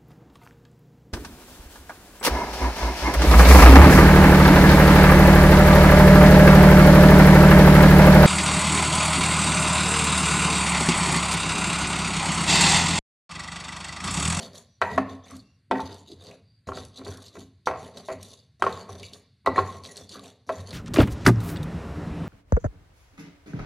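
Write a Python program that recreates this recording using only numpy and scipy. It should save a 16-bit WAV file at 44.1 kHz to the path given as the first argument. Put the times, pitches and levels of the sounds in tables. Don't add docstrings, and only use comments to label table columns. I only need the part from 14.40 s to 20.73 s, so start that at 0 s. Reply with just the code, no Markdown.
import sys
import numpy as np
from scipy import signal
from scipy.fft import rfft, irfft
from scipy.io import wavfile
from scipy.ndimage import uniform_filter1d

SR = 44100
rng = np.random.default_rng(int(sys.argv[2]) if len(sys.argv) > 2 else 0)


def field_ratio(decibels):
    return 10 ** (np.asarray(decibels, dtype=float) / 20)


def to_wav(s):
    ch = np.atleast_2d(s).T
    pcm = np.round(np.clip(ch, -1, 1) * 32767)
    wavfile.write(sys.argv[1], SR, pcm.astype(np.int16))


N = 279153
T = np.arange(N) / SR

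# (time [s], peak [dB], deep share [dB], bright share [dB], ring length factor [1])
BLOWS = [
    (0.4158, -2, -21, -18, 1),
    (0.578, -4, -23.5, -30, 0.47),
    (1.3114, -4.5, -15.5, -15.5, 1),
    (2.288, -16.5, -21.5, -31.5, 0.56),
    (3.2714, -4.5, -19, -25.5, 0.55),
    (3.685, -19.5, -23, -18, 0.83),
    (4.2224, 0.5, -23.5, -16.5, 0.28),
    (5.0619, -7.5, -18.5, -20.5, 1),
    (5.159, -16.5, -12.5, -15, 0.49),
    (6.0916, -12.5, -16, -17.5, 0.69),
]
# (time [s], peak [dB], deep share [dB], bright share [dB])
KNOCKS = [(0.4204, -6, -24, -12), (0.5821, -10, -41, -24), (1.32, -23, -17, 1), (1.354, -22, -26, -6),
          (1.395, -18.5, -26, -31), (2.274, -35, -7, -5), (2.318, -20.5, -26.5, -27.5),
          (2.373, -22, -19.5, -21), (2.614, -31, -15, -24), (2.665, -26.5, -11.5, -11.5),
          (2.594, -36, -17, -27), (2.685, -27.5, -9, -8), (2.716, -37.5, -29, -17), (2.779, -40, -24, -22),
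          (2.953, -31.5, -21.5, -16), (2.968, -30, -17, -13), (2.985, -39.5, -5, -22),
          (3.013, -42, -18, -13), (3.716, -28.5, -8, -14), (1.493, -32, -16, -15), (6.102, -18, -14.5, -19),
          (3.284, -15.5, -18, -15), (3.3, -18, -3.5, -25), (3.335, -23, -20, -14), (3.358, -23, -8, -14),
          (3.311, -16, -14, -17), (3.701, -19.5, -18, -19), (4.241, -18.5, 4, -38),
          (4.265, -6.5, -22.5, -23), (4.492, -27, -15, -31), (5.0722, -2.5, -17.5, -27),
          (5.171, -16, -14, -26), (5.077, -18.5, -12, -30), (5.18, -6, -17, -22), (5.206, -28, -1, -11),
          (5.1883, -5.5, -23, -22), (5.757, -33.5, -10, -16)]
# (time [s], favoured mode [Hz], boost [dB], damped mode [Hz], cut [dB])
SPOTS = [(.41, 1984, 6, 405, -8.5), (.57, 704, 11.5, 1640, -5.5), (1.3, 897, 16, 1090, -2.5),
         (2.26, 1090, -3.5, 400, 1.5), (2.6, 404, 9, 1096, 0.5), (3.26, 1100, 4, 400, -10),
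         (3.68, 644, 6.5, 400, 2.5), (4.2, 1037, 4, 740, 0), (5.05, 2000, 18, 1107, 7),
         (5.07, 850, 9, 1064, 3.5), (5.15, 1940, 16, 650, 5), (5.165, 1070, 0.5, 670, -3),
         (5.7, 1160, -1, 650, -6), (6.08, 618, 8, 402, -4.5)]
# (frequency [Hz], level [dB], t60 [s])
BOWL_MODES = [(263.8, -13.5, 0.1), (386.1, 4, 0.23), (508, 5.5, 0.1), (638.2, 6.5, 0.11),
              (685, 10.5, 0.051), (759, -0.5, 0.26), (884, -16.5, 0.25), (850, -5.5, 0.014),
              (1116, -4.5, 0.11), (1067.6, 1.5, 0.068), (1304, -4.5, 0.058), (1341, -7, 0.11),
              (1574, -5.5, 0.11), (1777, 1.5, 0.018), (1945, -2, 0.065), (2283, -7, 0.053),
              (2542, -9.5, 0.066), (2826, -9, 0.028)]
# (time [s], length [s], frequency [Hz], level [dB])
JUDDERS = [(.425, .15, 1930, -37.5), (0.436, .1, 945, -30), (1.333, 0.11, 898, -36),
           (1.346, 0.058, 1880, -37), (5.11, 0.069, 1916, -49), (5.194, .19, 1935, -52.5),
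           (5.487, 0.041, 1930, -49.5), (3.299, 0.24, 638, -48), (3.687, 0.047, 648, -35),
           (4.239, .012, 1290, -17.5), (3.271, .014, 1118, -19.5)]
# (time [s], length [s], crunch level [dB], rub level [dB], fine grit level [dB])
STROKES = [(0.0, 0.048, -43.5, -40.5, -49.5), (0.15, 0.034, -50, -51.5, -48.5),
           (0.437, 0.042, -58, -43, -56.5), (0.521, 0.035, -45, -38, -52.5),
           (0.699, 0.028, -50, -44.5, -58), (0.867, 0.058, -53, -52.5, -57.5),
           (0.948, 0.032, -53.5, -66.5, -56), (1.37, 0.078, -51.5, -42, -58),
           (1.456, 0.092, -46.5, -50, -58.5), (1.576, 0.02, -52.5, -68, -55.5),
           (1.675, 0.044, -49.5, -67, -58), (1.815, 0.11, -51.5, -51, -59),
           (2.269, 0.026, -72, -45.5, -53.5), (2.36, 0.045, -42.5, -45.5, -49),
           (2.438, 0.047, -61, -74, -62.5), (2.565, 0.013, -42.5, -57, -50),
           (2.661, 0.061, -45, -51.5, -49.5), (2.73, .05, -59.5, -60, -63), (2.821, 0.041, -50.5, -55, -55),
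           (2.942, 0.078, -50, -65.5, -55.5), (3.255, 0.019, -42.5, -58.5, -45.5),
           (3.38, 0.097, -50, -46.5, -54.5), (3.565, 0.025, -46, -45, -52), (3.654, 0.073, -50, -72, -53),
           (3.815, 0.12, -47.5, -56, -52), (3.988, 0.017, -55.5, -67.5, -68),
           (4.182, 0.015, -79.5, -70, -60.5), (4.244, 0.17, -47, -42.5, -53.5),
           (4.49, 0.14, -52.5, -48.5, -58), (4.633, 0.039, -44.5, -61.5, -51.5),
           (4.74, 0.014, -62.5, -50.5, -52), (5.165, 0.035, -41, -40, -47.5),
           (5.257, 0.11, -52, -45, -54.5), (5.443, 0.085, -50, -50, -50.5), (5.575, 0.05, -56, -50.5, -52),
           (5.715, 0.036, -44, -53.5, -49.5), (5.835, 0.05, -50.5, -46, -53.5),
           (6.072, 0.025, -66, -80, -57.5), (6.126, 0.081, -50, -45.5, -52.5),
           (6.274, 0.035, -46.5, -48.5, -52.5)]
LANDINGS_S = [
    0,
    .409,
    1.302,
    2.27,
    3.257,
    4.196,
    5.046,
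    6.066,
]
# (frequency [Hz], level [dB per Hz])
RUB_SPECTRUM = [(88, -27.5), (150, -2), (263, 4.5), (305, -25), (392, 4.5), (688, -4.5), (901, -15),
                (1090, -10.5), (2180, -45.5), (3200, -63), (4160, -33), (7040, -120)]
# (frequency [Hz], level [dB per Hz])
GRIT_SPECTRUM = [(1290, -24.5), (2200, -31.5), (2700, -9), (3500, 1.5), (4490, 5.5), (5200, -11.5),
                 (6200, 0), (7300, -7), (8300, -15), (9900, -9.5), (11500, -18.5), (13000, -27.5),
                 (14000, -53.5)]
# (time [s], length [s], level [dB])
SCUFFS = [(5.558, 0.083, -61), (2.733, 0.068, -59), (.41, .005, -55), (1.307, .006, -53),
          (1.473, 0.14, -53.5), (2.885, 0.036, -59), (4.323, 0.17, -58), (4.608, 0.25, -69),
          (0.856, 0.037, -67.5), (0.904, 0.051, -53), (1.698, 0.024, -58), (1.822, 0.13, -56),
          (2.278, .02, -56), (2.589, 0.024, -51.5), (2.666, 0.054, -45), (2.943, 0.034, -52),
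          (3.698, 0.026, -38.5), (4.217, 0.022, -44.5), (4.49, 0.029, -47.5), (5.04, 0.014, -54),
          (5.178, 0.008, -48), (5.743, 0.052, -49.5)]
# (frequency [Hz], level [dB per Hz])
SCUFF_SPECTRUM = [(150, -19), (300, 7), (700, -4.5), (1200, -4), (1900, -11), (3000, -28), (5000, -56.5)]
# (time [s], peak [dB], centre [Hz])
CRACKS = [(0.029, -23, 3920), (0.155, -29, 4200), (1.717, -31, 4300), (0.964, -41, 4570),
          (1.4035, -27.5, 4000), (1.808, -62, 3450), (1.9112, -33.5, 2510), (2.272, -38, 4060),
          (2.37, -26.5, 4300), (2.433, -38, 4000), (2.573, -32, 4150), (2.6494, -29.5, 3950),
          (2.827, -54, 4020), (2.8624, -29, 4470), (2.938, -61, 4300), (3.258, -28, 4120),
          (3.446, -33.5, 3450), (3.573, -27, 4060), (3.827, -31, 4200), (3.918, -35.5, 4400),
          (4.325, -24, 3920), (4.6314, -22.5, 2620), (4.7335, -24, 4120), (5.3244, -36, 3700),
          (5.444, -28.5, 3850), (5.559, -30, 4310), (5.6924, -26.5, 4380), (5.793, -40, 4200),
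          (5.842, -36, 2800), (6.3065, -26, 4230)]
# (time [s], peak [dB])
PIPS = [(.872, -55), (1.868, -30.5), (2.729, -42), (2.77, -40), (2.881, -32), (3.571, -31), (4.597, -30),
        (5.46, -27.5), (5.574, -24), (5.721, -29), (5.758, -36), (6.085, -44)]
# (time [s], peak [dB])
TICKS = [(0.0182, -42.5), (0.054, -36.5), (0.1563, -35.5), (0.5605, -39), (0.909, -35), (0.9665, -34),
         (1.4693, -52), (1.523, -41), (1.5434, -36), (1.714, -59.5), (1.8257, -65), (1.8392, -40),
         (1.892, -49.5), (2.45, -31), (2.5671, -55.5), (2.5857, -36), (2.7056, -35.5), (2.773, -33),
         (2.825, -36), (3.0054, -50), (2.8626, -41), (5.0605, -28), (5.2175, -40), (5.26, -46),
         (3.5829, -36), (3.6717, -47), (3.8296, -24.5), (3.8647, -44), (3.8863, -40.5), (3.8934, -57),
         (3.903, -44), (3.988, -55), (4.2048, -43.5), (4.3039, -45), (4.578, -55), (5.569, -25),
         (5.6434, -42), (5.794, -69), (5.8385, -36)]
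# (time [s], peak [dB])
POPS = [(2.3346, -37), (2.3457, -38), (2.3738, -36), (2.385, -31), (2.4352, -39), (2.6474, -37),
        (2.8634, -41), (2.882, -43), (4.375, -36), (4.6588, -42.5), (5.437, -32), (5.4456, -37),
        (5.452, -27), (5.4597, -32), (5.5586, -39), (5.5775, -33), (5.696, -39), (5.717, -37),
        (5.728, -34.5), (5.736, -39), (5.7595, -37.5), (5.7946, -32), (5.859, -36), (6.1935, -48),
        (6.2034, -39), (0.1342, -42)]
# (time [s], length
# [s], frequency [Hz], level [dB])
SQUEAKS = [(.685, .042, 3590, -55), (.69, .03, 6200, -62), (.821, .05, 3570, -60), (.834, .025, 6170, -62),
           (.861, .02, 2320, -58), (.988, .022, 4480, -53), (.998, .16, 2770, -74), (.99, .22, 5700, -79),
           (2.258, .03, 4130, -64), (2.692, .025, 6280, -56), (2.71, .03, 3500, -55),
           (5.785, .025, 1130, -51), (5.748, .025, 1170, -47), (5.156, .054, 4200, -43),
           (5.061, .016, 4050, -37), (5.165, .04, 3450, -48), (4.195, .03, 3900, -64),
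           (6.075, .015, 4070, -64), (.908, .016, 1200, -47), (.93, .02, 1200, -50),
           (6.306, .012, 4300, -48), (5.1, .03, 4180, -52), (3.27, .02, 2150, -36), (2.56, .04, 4100, -50),
           (5.158, .015, 2000, -30), (5.172, .028, 1100, -27), (1.8, .03, 3600, -56),
           (5.58, .085, 3550, -58), (.27, .13, 5900, -73), (2.03, .2, 4700, -72), (5.87, .05, 3550, -59),
           (.581, .012, 1100, -27), (.577, .012, 1911, -26), (5.752, .02, 1390, -51),
           (2.905, .02, 1150, -62), (.418, .015, 3900, -38), (1.312, .015, 3700, -40)]
# (time [s], thrum level [dB], panel level [dB])
SHOVES = [(0.08, -41.5, -50), (.445, -33.5, -37), (.53, -27.5, -55), (.6, -42, -27), (.73, -43, -40),
          (0.948, -41, -39.5), (1.341, -36.5, -25.5), (1.42, -34, -36.5), (1.73, -42, -50.5),
          (1.9, -49, -47.5), (2.295, -32.5, -42), (2.401, -36.5, -42.5), (2.62, -45, -39), (2.71, -38, -41),
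          (3.0, -41.5, -39), (3.291, -31.5, -39), (3.42, -39, -53), (3.741, -36.5, -45.5),
          (3.86, -56.5, -46), (4.255, -29.5, -48), (4.52, -37.5, -47), (4.62, -40, -59),
          (5.095, -30, -30.5), (5.2, -28, -54), (5.39, -44.5, -47), (5.629, -49, -47), (5.791, -50, -39.5),
          (6.113, -45, -42.5), (6.2, -35.5, -58), (6.32, -44, -68)]
# (frequency [Hz], width [Hz], level [dB])
THRUM_MODES = [(93.36, 5.4, -1), (128, 63, -14)]
# (frequency [Hz], width [Hz], level [dB])
PANEL_MODES = [(204.2, 7.5, -5.5), (264.9, 4.5, 0.5)]
# (centre [Hz], t60 [s], level [dB])
ROOM_BANDS = [(167, 0.62, -11.5), (506.7, 0.4, -17.5), (975, 0.62, -26.5), (2270, 0.4, -18), (4200, 1, -29),
              (9900, 0.17, -13.5)]
# (frequency [Hz], level [dB])
HUSH_SPECTRUM = [(15, -36.5), (25, -28.5), (102, 14.5), (286, -12), (934, -34), (1140, -27), (1220, -45.5),
                 (1320, -23.5), (2100, -22), (3200, -30), (4190, -26.5), (4860, -21.5), (5240, -66),
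                 (6070, -41.5), (9000, -33), (13000, -45), (13700, -87.5), (19800, -120)]


def blows():
    knock_ring = 0.65
    bite_db, bite_slope = -27, 0.93
    spot_width = .13
    out, t = np.zeros(N), T[:int(.18 * SR)]
    hz, db, t60 = np.array(BOWL_MODES).T[:, :, None]
    late = t - .0011
    slap = -np.cos(2 * np.pi * 1200 * late) * np.exp(-(late / 0.0016) ** 2)

    def closeness(centre_hz):
        return np.exp(-(np.log(hz / centre_hz) / spot_width) ** 2)

    hits = sorted(BLOWS + [row + (knock_ring,) for row in KNOCKS])
    for s, peak_db, deep_db, bright_db, free in hits:
        detune, turn, strength = rng.standard_normal((3, len(BOWL_MODES), 1))
        noise = rng.standard_normal(len(t))
        chatter = rng.standard_normal((len(BOWL_MODES), len(t) // 64 + 1))
        chatter = uniform_filter1d(chatter, 6, axis=1).repeat(64, axis=1)
        chatter = uniform_filter1d(chatter, 128, axis=1)[:, :len(t)] * np.minimum(t / .01, 1)

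        hard = np.clip((peak_db + 11) / 8, 0, 1)
        phase = 2 * np.pi * hz * (1 + .008 * detune) * late
        phase = phase + (2.5 - 1.4 * hard) * turn + 1.9 * chatter

        tilt_db = np.interp(hz, [830, 882, 1400, 1490], [deep_db + 9.5, 0, 0, bright_db + 11.5])
        _, favoured_hz, boost_db, damped_hz, cut_db = [row for row in SPOTS if row[0] <= s][-1]
        spot_db = 1.5 * strength + boost_db * closeness(favoured_hz) + cut_db * closeness(damped_hz)
        decay_db = 60 * t / (t60 * max(free, .2))

        ring = -(field_ratio(db + tilt_db + spot_db - decay_db) * np.cos(phase)).sum(axis=0)
        ring *= 1 - np.exp(-(t / .0007) ** 2)
        ring = ring / np.abs(ring).max() + field_ratio(-11.5) * hard * slap
        bite_now_db = bite_db + (bite_slope - 1) * peak_db
        bite = unit(band(noise, 2300, 5200)) * field_ratio(bite_now_db - 7 - 60 * t / .05)
        add(out, s, field_ratio(peak_db - 3.5) * (ring / np.abs(ring).max() + bite))
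    return out


def judders():
    throb_hz, throb_depth, wander_rad, fade_db = 75, .75, .9, 9
    out = np.zeros(N)
    for s, length, hz, db in JUDDERS:
        t = T[:int(length * SR)]
        drift = [np.interp(t, T[:300] * 220, row) for row in rng.standard_normal((2, 300))]
        pitch_wander, throb_wander = wander_rad * np.array(drift)
        throb = 1 + throb_depth * np.sin(2 * np.pi * throb_hz * t + throb_wander)
        ring = np.sin(2 * np.pi * hz * t + pitch_wander) * throb
        add(out, s, ring * field_ratio(db - fade_db * t / length) * signal.windows.tukey(len(t), .2))
    return out


def grinding():
    s, length, crunch_db, rub_db, fine_db = np.transpose(STROKES)
    hit_s, hit_db = np.transpose(BLOWS)[:2]

    splash = humps(hit_s, 0.0064, hit_db - 40.5, 5000, 500)
    press = humps(s, length, crunch_db, 497, 300.5) + splash
    sift = humps(s, length, fine_db, 800, 451) + field_ratio(-16.0) * splash
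    sift = sift + humps(s, length, fine_db - 8.5, 800, 159.5)

    grit = colour(unit(grains(1500, 5.0)) + .4 * rng.standard_normal(N), GRIT_SPECTRUM)
    coarse = patchy(grit, 2000, 5300, count=4, patchy_db=1.2, rate=45)
    fine = patchy(grit, 5300, 13300, count=5, patchy_db=1.4, rate=45)
    pressure_db = 2.0 * flicker(120)
    crunch = field_ratio(pressure_db - 6.0) * (press * coarse + sift * fine)

    drag = grains(900, 1.7)
    ringing = np.zeros(N)
    for hz, db, _ in BOWL_MODES[1:15]:
        shift_db = 4.5 * flicker(25)
        ringing += field_ratio(db + shift_db) * band(drag, hz * .95, hz * 1.05, order=1)
    rub = unit(unit(colour(drag, RUB_SPECTRUM)) + 0.47 * unit(ringing))
    rub = rub * field_ratio(-2.5 + 1.8 * flicker(38)) * humps(s, length, rub_db, 303, 222)
    return crunch + rub


def scuffs():
    s, length, db = np.transpose(SCUFFS)
    scrape = colour(grains(1700, 3.0), SCUFF_SPECTRUM)
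    rough = patchy(scrape, 181, 2940, count=6, patchy_db=5.5, rate=13)
    return rough * humps(s, length, db, 1000, 420)


def splits():
    pips = [row + (4300,) for row in PIPS]
    crushed = [(row[0], row[1] - 17.5, 2870) for row in BLOWS]
    return sorted(CRACKS + pips + crushed)


def cracks():
    out, t = np.zeros(N), T[:int(.08 * SR)]
    for s, peak_db, hz in splits():
        noise = rng.standard_normal((2, len(t)))
        grit = unit(band(noise[0], 3000, 8800))
        tick = grit * (1.3 * np.exp(-t * 800) + .3 * np.exp(-t * 200)) * (1 - np.exp(-t * 3000))
        patter = unit(band(noise[1], .85 * hz, 1.12 * hz)) * np.exp(-t / .008)
        add(out, s, field_ratio(peak_db - 17.5) * (tick + field_ratio(2.0) * patter))
    return out


def snaps():
    out, t = np.zeros(N), T[:400]
    for s, peak_db in TICKS:
        click = unit(band(rng.standard_normal(len(t)), 3300, 10000)) * np.exp(-t / 0.0023)
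        add(out, s, field_ratio(peak_db - 10.5) * click)
    return out


def pops():
    pop_hz, pop_s = 4300, 0.00095
    out, t = np.zeros(N), T[:300]
    for s, peak_db in POPS:
        detune, overtone = rng.standard_normal(2)
        cycle = 2 * np.pi * pop_hz * (1 + .06 * detune) * t
        ping = np.sin(cycle) + 0.28 * np.sin((1.5 + 0.45 * overtone) * cycle)
        add(out, s, field_ratio(peak_db - 1.0) * ping * np.exp(-t / pop_s))
    return out


def squeaks():
    out = np.zeros(N)
    for s, length, hz, db in SQUEAKS:
        n = int(length * SR)
        lo_hz = (1 - 0.01 / length ** .5) * hz
        hi_hz = (1 + 0.0057 / length ** .5) * hz
        whistle = band(rng.standard_normal(SR // 2), lo_hz, hi_hz)[-n:]
        add(out, s, field_ratio(db) * unit(whistle) * np.sqrt(np.hanning(n)))
    return out


def counter():
    shove_s, rise_db_s = .04, 1100
    s, thrum_db, panel_db = np.transpose(SHOVES)
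    out = np.zeros(N)
    for modes, level_db, fall_db_s in ((THRUM_MODES, thrum_db, 106.5), (PANEL_MODES, panel_db, 177.5)):
        shake = rng.standard_normal(N)
        ring = np.zeros(N)
        for hz, width, db in modes:
            ring += field_ratio(db) * unit(band(shake, hz - width / 2, hz + width / 2, order=1))
        out += humps(s - shove_s / 2, shove_s, level_db - 6.5, rise_db_s, fall_db_s) * ring
    return band(out, 51, 440, order=1)


def room(x):
    t = T[:int(.8 * SR)]
    tail = np.zeros(len(t))
    for hz, t60, db in ROOM_BANDS:
        tail += field_ratio(db - 60 * t / t60) * band(rng.standard_normal(len(t)), hz / 1.43, hz * 1.26)
    return signal.fftconvolve(x, field_ratio(-18.5) * tail * (1 - np.exp(-t / 0.00083)))[:N]


def hush():
    return unit(colour(rng.standard_normal(N), HUSH_SPECTRUM)) * field_ratio(-62.5)


def humps(start, length, db, rise_db_s, fall_db_s):
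    t = T[::64, None]
    slope_db = rise_db_s * np.maximum(start - t, 0) + fall_db_s * np.maximum(t - start - length, 0)
    down = np.array(LANDINGS_S)
    landed = t >= down[np.maximum(np.searchsorted(down, start + .03) - 1, 0)]
    power = (landed * field_ratio(db - slope_db) ** 2).sum(axis=1)
    return np.interp(T, t[:, 0], np.sqrt(power))


def patchy(x, lo_hz, hi_hz, count, patchy_db, rate):
    edges = np.geomspace(lo_hz, hi_hz, count + 1)
    return unit(sum(band(x, a, b) * field_ratio(patchy_db * flicker(rate)) for a, b in zip(edges, edges[1:])))


def grains(rate, scatter_db):
    hit = rng.random(N) < rate / SR
    size = field_ratio(scatter_db * np.minimum(rng.exponential(size=N), 3.0))
    return np.sign(rng.standard_normal(N)) * hit * size


def flicker(rate):
    k = max(int(SR / 16 / rate), 1)
    coarse = uniform_filter1d(uniform_filter1d(rng.standard_normal(N // 16 + 2), k), k)
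    return unit(np.interp(np.arange(N) / 16, np.arange(len(coarse)), coarse))


def unit(x):
    return x / np.sqrt(np.mean(x ** 2))


def colour(x, points):
    hz, db = np.transpose(points)
    log_f = np.log(np.arange(len(x) // 2 + 1) * SR / len(x) + 1)
    return irfft(rfft(x) * field_ratio(np.interp(log_f, np.log(hz), db)), len(x))


def band(x, lo_hz, hi_hz, order=2):
    return signal.sosfilt(signal.butter(order, [lo_hz, hi_hz], "band", fs=SR, output="sos"), x)


def add(out, s, x):
    i = int(s * SR)
    out[i:i + len(x)] += x[:N - i]


def scene():
    near = blows() + judders() + grinding() + scuffs() + cracks() + snaps() + pops() + squeaks()
    return np.tile(near + room(near) + counter() + hush(), (2, 1))


def band_limit(x):
    return signal.sosfilt(signal.butter(12, 14240, fs=SR, output="sos"), x)


def record(dry):
    dry = signal.sosfilt(signal.ellip(8, .2, 32, 13250, fs=SR, output="sos"), dry)
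    scrambled = band(dry[0], 3500, 13000, order=4) * flicker(700)
    ticks = np.array(splits())[:, 0]
    calm = T - ticks[np.searchsorted(ticks, T + .012) - 1] > .009
    edges_hz = [4200, 5100, 5700, 6900, 8300, 9600, 11000, 13200]
    thresholds = [.5, 0, -.6, -.8, -.7, -.7, -.6]
    mood = flicker(20)
    side = np.zeros(N)
    for threshold, lo_hz, hi_hz in zip(thresholds, edges_hz, edges_hz[1:]):
        is_open = calm & (.7 * mood + .7 * flicker(20) > threshold)
        gate = uniform_filter1d(1. * is_open, 400)
        side += gate * band(scrambled, lo_hz, hi_hz, order=4)
    side = colour(side, [(3900, -80), (4200, -7), (8000, -5), (13200, -2)])
    mix = dry + np.array([side, -side])
    return band_limit(mix)


dry = scene()
out = record(dry)
to_wav(out)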